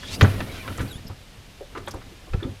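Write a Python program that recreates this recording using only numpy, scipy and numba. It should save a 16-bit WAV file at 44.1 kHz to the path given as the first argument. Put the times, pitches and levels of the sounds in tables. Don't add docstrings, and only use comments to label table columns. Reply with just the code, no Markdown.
import sys
import numpy as np
from scipy import signal
from scipy.fft import rfft, irfft
from scipy.io import wavfile
from scipy.ndimage import uniform_filter1d
from numba import njit

SR = 44100
rng = np.random.default_rng(int(sys.argv[2]) if len(sys.argv) > 2 else 0)


def boost_factor(decibels):
    exponent = np.asarray(decibels, float) / 20
    return 10 ** exponent


def persist_wave(psi):
    counts = np.round(np.clip(psi, -1, 1) * 32767).astype(np.int16)
    wavfile.write(sys.argv[1], SR, np.atleast_2d(counts).T)


N = 114660

# mode_hz, level_db, t60_s
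HULL_MODES = [(97.6, -14.5, 0.35), (106.2, -1, 0.098), (132.7, -14.5, 0.196), (141.3, -2, 0.045),
              (204.6, -9, 0.12), (263, -12.5, 0.11)]
# mode_hz, level_db, t60_s
PLANK_MODES = [(359, 26, 0.031), (399, 28.5, 0.013), (556, 19, 0.029), (633, -17, 0.19), (818, 12, 0.016),
               (992, 9, 0.02), (1222, 3, 0.053), (1335, 0.5, 0.096), (1489, 8, 0.023), (1735, 7.5, 0.013),
               (1990, 4, 0.012), (2540, 0.5, 0.0057), (2816, -21, 0.019)]


def times():
    return np.arange(N) / SR


def curve(table, column):
    return np.interp(times(), [row[0] for row in table], [row[column] for row in table])


def unit(x):
    return x / np.sqrt(np.mean(x ** 2))


def ring(modes):
    t = times()[:SR // 2]
    response = sum(boost_factor(db) * np.sin(2 * np.pi * hz * t) * 1000 ** (-t / t60) for hz, db, t60 in modes)
    return response / np.abs(response).max()


def conv(x, response):
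    return signal.fftconvolve(x, response)[:len(x)]


@njit
def svf(x, hz, width):
    out, band_state, low_state = np.empty(len(x)), 0., 0.
    for i in range(len(x)):
        g = np.tan(np.pi * hz[i] / SR)
        damping = width[i] / hz[i]
        v = (band_state + g * (x[i] - low_state)) / (1 + g * (g + damping))
        band_state = 2 * v - band_state
        low_state = low_state + 2 * g * v
        out[i] = damping * v
    return out


def band(x, hz, width):
    hz = np.clip(hz + 0. * x, 20, .45 * SR)
    width = width + 0. * x
    return svf(svf(x, hz, width), hz, width)


def grit(size, spread_db):
    return rng.standard_normal(size) * boost_factor(spread_db * rng.exponential(size=size))


def walk(rate_hz):
    hold = int(SR / rate_hz)
    steps = np.repeat(rng.standard_normal(N // hold + 1), hold)
    slewed = uniform_filter1d(uniform_filter1d(steps, hold), hold)
    return 1.3 * slewed[:N]


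def burst(ms, spread_db):
    t_ms = times()[:8192] * 1000
    start = np.minimum(t_ms / .6, 1)
    fall = np.exp(-t_ms / ms * 0.5 - np.maximum(t_ms - ms, 0) / ms)
    return grit(len(t_ms), spread_db) * start * fall


def add(out, start_s, y, peak_db):
    i = int(start_s * SR)
    y = y[:N - i]
    out[i:i + len(y)] += y * boost_factor(peak_db) / np.abs(y).max()


def air():
    # hz, level_db
    colour = [(15, -25), (25, 3), (200, -10.5), (320, -35), (550, -19), (1070, -22.5), (3240, -21),
              (8000, -31.5), (11500, -34), (15500, -42), (15900, -68)]
    hz = np.maximum(np.arange(N // 2 + 1) * SR / N, 1)
    db = np.interp(np.log(hz), np.log([row[0] for row in colour]), [row[1] for row in colour])
    noise = irfft(rfft(rng.standard_normal(N)) * boost_factor(db), N)
    return unit(noise) * boost_factor(-45.5 + 0.09 * walk(10.4))


def scrape():
    # time_s, level_db, centre_hz
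    keel = [(0, -46, 2920), (.06, -43, 3200), (.1, -37, 3450), (.15, -30, 4090), (.175, -58.5, 4600),
            (.21, -38, 2800), (.28, -38.5, 2200), (.38, -42, 1970), (.46, -43, 1970), (.53, -39.5, 2310),
            (.62, -43, 2110), (.66, -42, 1740), (.76, -46, 2200), (.84, -49, 2060), (.95, -51, 2630),
            (1.15, -59, 2540)]
    streak_ratios = (.7, .93, 1.1, 1.4)
    hz = curve(keel, 2)
    grains = grit(N, 2.1) * boost_factor(1.5 * walk(80))
    broad = unit(band(band(grains, hz, 2.05 * hz), 1700, 10000))
    shaken_planks = boost_factor(-14.5) * unit(conv(grains, ring(PLANK_MODES)))
    streaks = sum(band(grains, ratio * hz, .09 * hz) * boost_factor(4 * walk(70)) for ratio in streak_ratios)
    return (broad + shaken_planks + boost_factor(-7.5) * unit(streaks)) * boost_factor(curve(keel, 1))


def leaf_hiss():
    # time_s, level_db
    hiss_level = [(0, -60), (.1, -55), (.15, -45), (.18, -52), (.25, -45.5), (.5, -52.5), (.85, -50),
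                  (.98, -61), (1.2, -77)]
    leaves = grit(N, 1.2) * boost_factor(.8 * walk(40))
    return unit(band(leaves, 10700, 11000)) * boost_factor(curve(hiss_level, 1))


def rumble():
    # time_s, level_db
    rumble_level = [(0, -44.5), (.13, -33.5), (.3, -26), (.45, -33), (.6, -35.5), (.75, -36.5),
                    (.88, -38.5), (1.02, -43.5), (1.2, -49.5), (1.5, -51), (1.7, -47), (1.82, -42.5),
                    (2.02, -42.5), (2.2, -52.5), (2.4, -41), (2.53, -42), (2.58, -51.5)]
    bumps = grit(N, 2.) * boost_factor(2. * walk(40))
    modes = unit(conv(bumps, ring(HULL_MODES)))
    deep = boost_factor(-12) * unit(band(grit(N, 4.2), 20.0, 89))
    low = boost_factor(-3.0) * unit(band(bumps, 171, 418))
    return (modes + deep + low) * boost_factor(curve(rumble_level, 1))


def rubs():
    # start_s, length_ms, level_db, centre_hz
    rub_table = [(.02, 81, -43, 3330), (.075, 33, -40, 3700), (.125, 57, -39, 4780), (.11, 96, -48, 2750),
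                 (0.488, 41, -40.5, 2240), (.515, 25, -45.5, 3900), (.575, 65, -42, 2380),
                 (.53, 55, -45, 1325), (.632, 62, -42.5, 1047), (.69, 26, -40, 1350),
                 (0.894, 38, -48.5, 1530), (1.10, 43, -47, 1274)]
    out = np.zeros(N)
    for start_s, ms, db, hz in rub_table:
        swell = np.sin(np.pi * np.clip((times() - start_s) * 1000 / ms, 0, 1))
        out += unit(band(grit(N, 1.3), hz, .075 * hz)) * swell * boost_factor(db)
    return out


def knocks():
    # start_s, peak_db, rattle_ms, centre_hz, crack_db (dry crack over ringing)
    knock_table = [(0.031, -28.5, 11.6, 1750, -3), (0.2103, -2, 8.6, 1646, 6), (.217, -11.5, 32, 535, 4),
                   (.245, -10.5, 7.6, 1330, 1.5), (.404, -19, 7.3, 1890, -0.5),
                   (0.677, -22, 7.6, 1680, -0.5), (.781, -23.5, 8.7, 1120, 5), (.793, -23.5, 10.5, 1620, 3),
                   (0.805, -23, 14.4, 1670, 0), (1.096, -31, 18, 600, 8), (1.606, -26.5, 19, 560, -7),
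                   (1.75, -23, 22.6, 990, 5.5), (1.773, -27, 7.8, 1600, 6), (1.765, -28.5, 35, 410, -2.5),
                   (1.875, -20.5, 10.6, 960, 2), (1.937, -24.5, 20, 530, 6.5), (2.01, -37.5, 16, 1190, 17),
                   (2.117, -38, 16, 397, -1), (2.27, -39.5, 20, 705, 0), (2.333, -25.5, 8.5, 1710, 2.5),
                   (2.337, -25, 17, 540, -3.5), (2.401, -35.5, 20, 1750, -1.5), (2.426, -31, 23, 1230, 3),
                   (2.423, -24, 7, 385, -15), (2.452, -21, 20, 250, 1), (2.464, -35, 11, 550, -9)]
    out, planks = np.zeros(N), ring(PLANK_MODES)
    for start_s, db, ms, hz, crack_db in knock_table:
        width_hz = np.clip(0.82 + 0.053 * crack_db, .25, 1.5) * hz
        hit = band(burst(ms, 0.88), hz, width_hz)
        hit = signal.sosfilt(signal.butter(2, min(3.03 * hz, 9000), fs=SR, output="sos"), hit)
        add(out, start_s, boost_factor(crack_db) * unit(hit) + unit(conv(hit, planks)), db)
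    return out


def ticks():
    # start_s, peak_db, length_ms, centre_hz, width_hz
    tick_table = [(0.2108, -26, 4.1, 11500, 1500), (0.227, -22, 7.7, 6550, 1230),
                  (.775, -28.5, 6.7, 6960, 4000), (0.809, -37, 20, 7040, 6000),
                  (1.078, -42.5, 6.4, 11900, 2500), (1.067, -36.5, 13, 5070, 700),
                  (1.776, -38, 10, 4480, 7000), (1.862, -43, 5.1, 11300, 5000),
                  (1.87, -28.5, 6.5, 3460, 400), (1.88, -34, 10, 7000, 8000), (1.909, -30, 9.2, 5400, 2220),
                  (1.91, -39, 6.7, 11800, 6000), (1.939, -41, 8, 7650, 9000),
                  (2.429, -27.5, 5.2, 3500, 397)]
    out = np.zeros(N)
    for start_s, db, ms, hz, width_hz in tick_table:
        add(out, start_s, band(burst(ms, 0.66), hz, width_hz), db)
    return out


def hull_tail(hits):
    t60_s, tail_db = 0.39, -16.5
    t = times()[:SR // 2]
    tail = band(rng.standard_normal(len(t)), 2260, 8400) * 1000 ** (-t / t60_s)
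    return boost_factor(tail_db) * conv(hits, tail / np.sqrt(np.sum(tail ** 2)))


def thumps():
    # start_s, boom_db, push_ms, jolt_db, direction (+1 or -1)
    thump_table = [(0.222, 1.5, 4.25, -44, 1), (.41, -21.5, 0.98, -55, 1), (0.784, -26, 4.5, -39, 1),
                   (0.803, -17.5, 2.47, -12.5, 1), (0.817, -19, 4.2, -44, 1), (0.8308, -45, 3.5, -13, 1),
                   (0.956, -65, 5.9, -20, -1), (1.052, -38, 5.3, -23.5, -1), (1.1, -26.5, 4.5, -25, -1),
                   (1.947, -34, 6.4, -25.5, 1), (2.301, -45, 20, -21, 1), (2.323, -23, 16.7, -22, -1),
                   (2.3442, -31, 7, -7.5, 1), (2.375, -23.5, 5.7, -20.5, 1), (2.451, -47, 4.1, -15.5, 1),
                   (2.49, -25.5, 3.7, -29, 1)]
    boom_rise_ms = 6.7
    out, boom = np.zeros(N), ring(HULL_MODES)
    t_ms = times()[:SR // 2] * 1000
    build_up = (1 - np.exp(-t_ms / boom_rise_ms)) ** 2
    for start_s, boom_db, ms, jolt_db, direction in thump_table:
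        push = direction * np.sin(np.pi * np.minimum(t_ms / ms, 1)) ** 2
        add(out, start_s, conv(push, boom) * build_up, boom_db)
        add(out, start_s, push, jolt_db)
    return signal.sosfilt(signal.butter(2, 25, "high", fs=SR, output="sos"), out)


def squeak():
    # time_s, pitch_hz, level_db
    glide = [(.878, 4750, -56), (.89, 4400, -49), (.9, 3900, -48), (.918, 3800, -43), (.926, 3480, -44),
             (.936, 3340, -45), (.955, 3350, -45), (.97, 3600, -48), (.985, 3750, -62)]
    overtones_db = (-12, -7)
    pitch_hz = curve(glide, 1) * (1 + .024 * walk(850))
    phase = 2 * np.pi * np.cumsum(pitch_hz) / SR
    overtones = sum(boost_factor(db) * np.sin((k + 2) * phase) for k, db in enumerate(overtones_db))
    tone = np.sqrt(2) * (np.sin(phase) + overtones)
    on = (times() > glide[0][0]) & (times() < glide[-1][0])
    return tone * on * boost_factor(curve(glide, 2) + 3 * walk(440))


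def scene():
    hits = knocks() + ticks()
    hits = hits + hull_tail(hits)
    drag = scrape() + leaf_hiss() + rumble()
    return (air() + drag + rubs() + hits + thumps() + squeak())[None]


def low_pass(x):
    return signal.sosfilt(signal.butter(12, 16120, fs=SR, output="sos"), x)


def record(dry):
    mix = np.tanh(0.59 * dry) / 0.74
    return low_pass(mix)


dry = scene()
out = record(dry)
persist_wave(out)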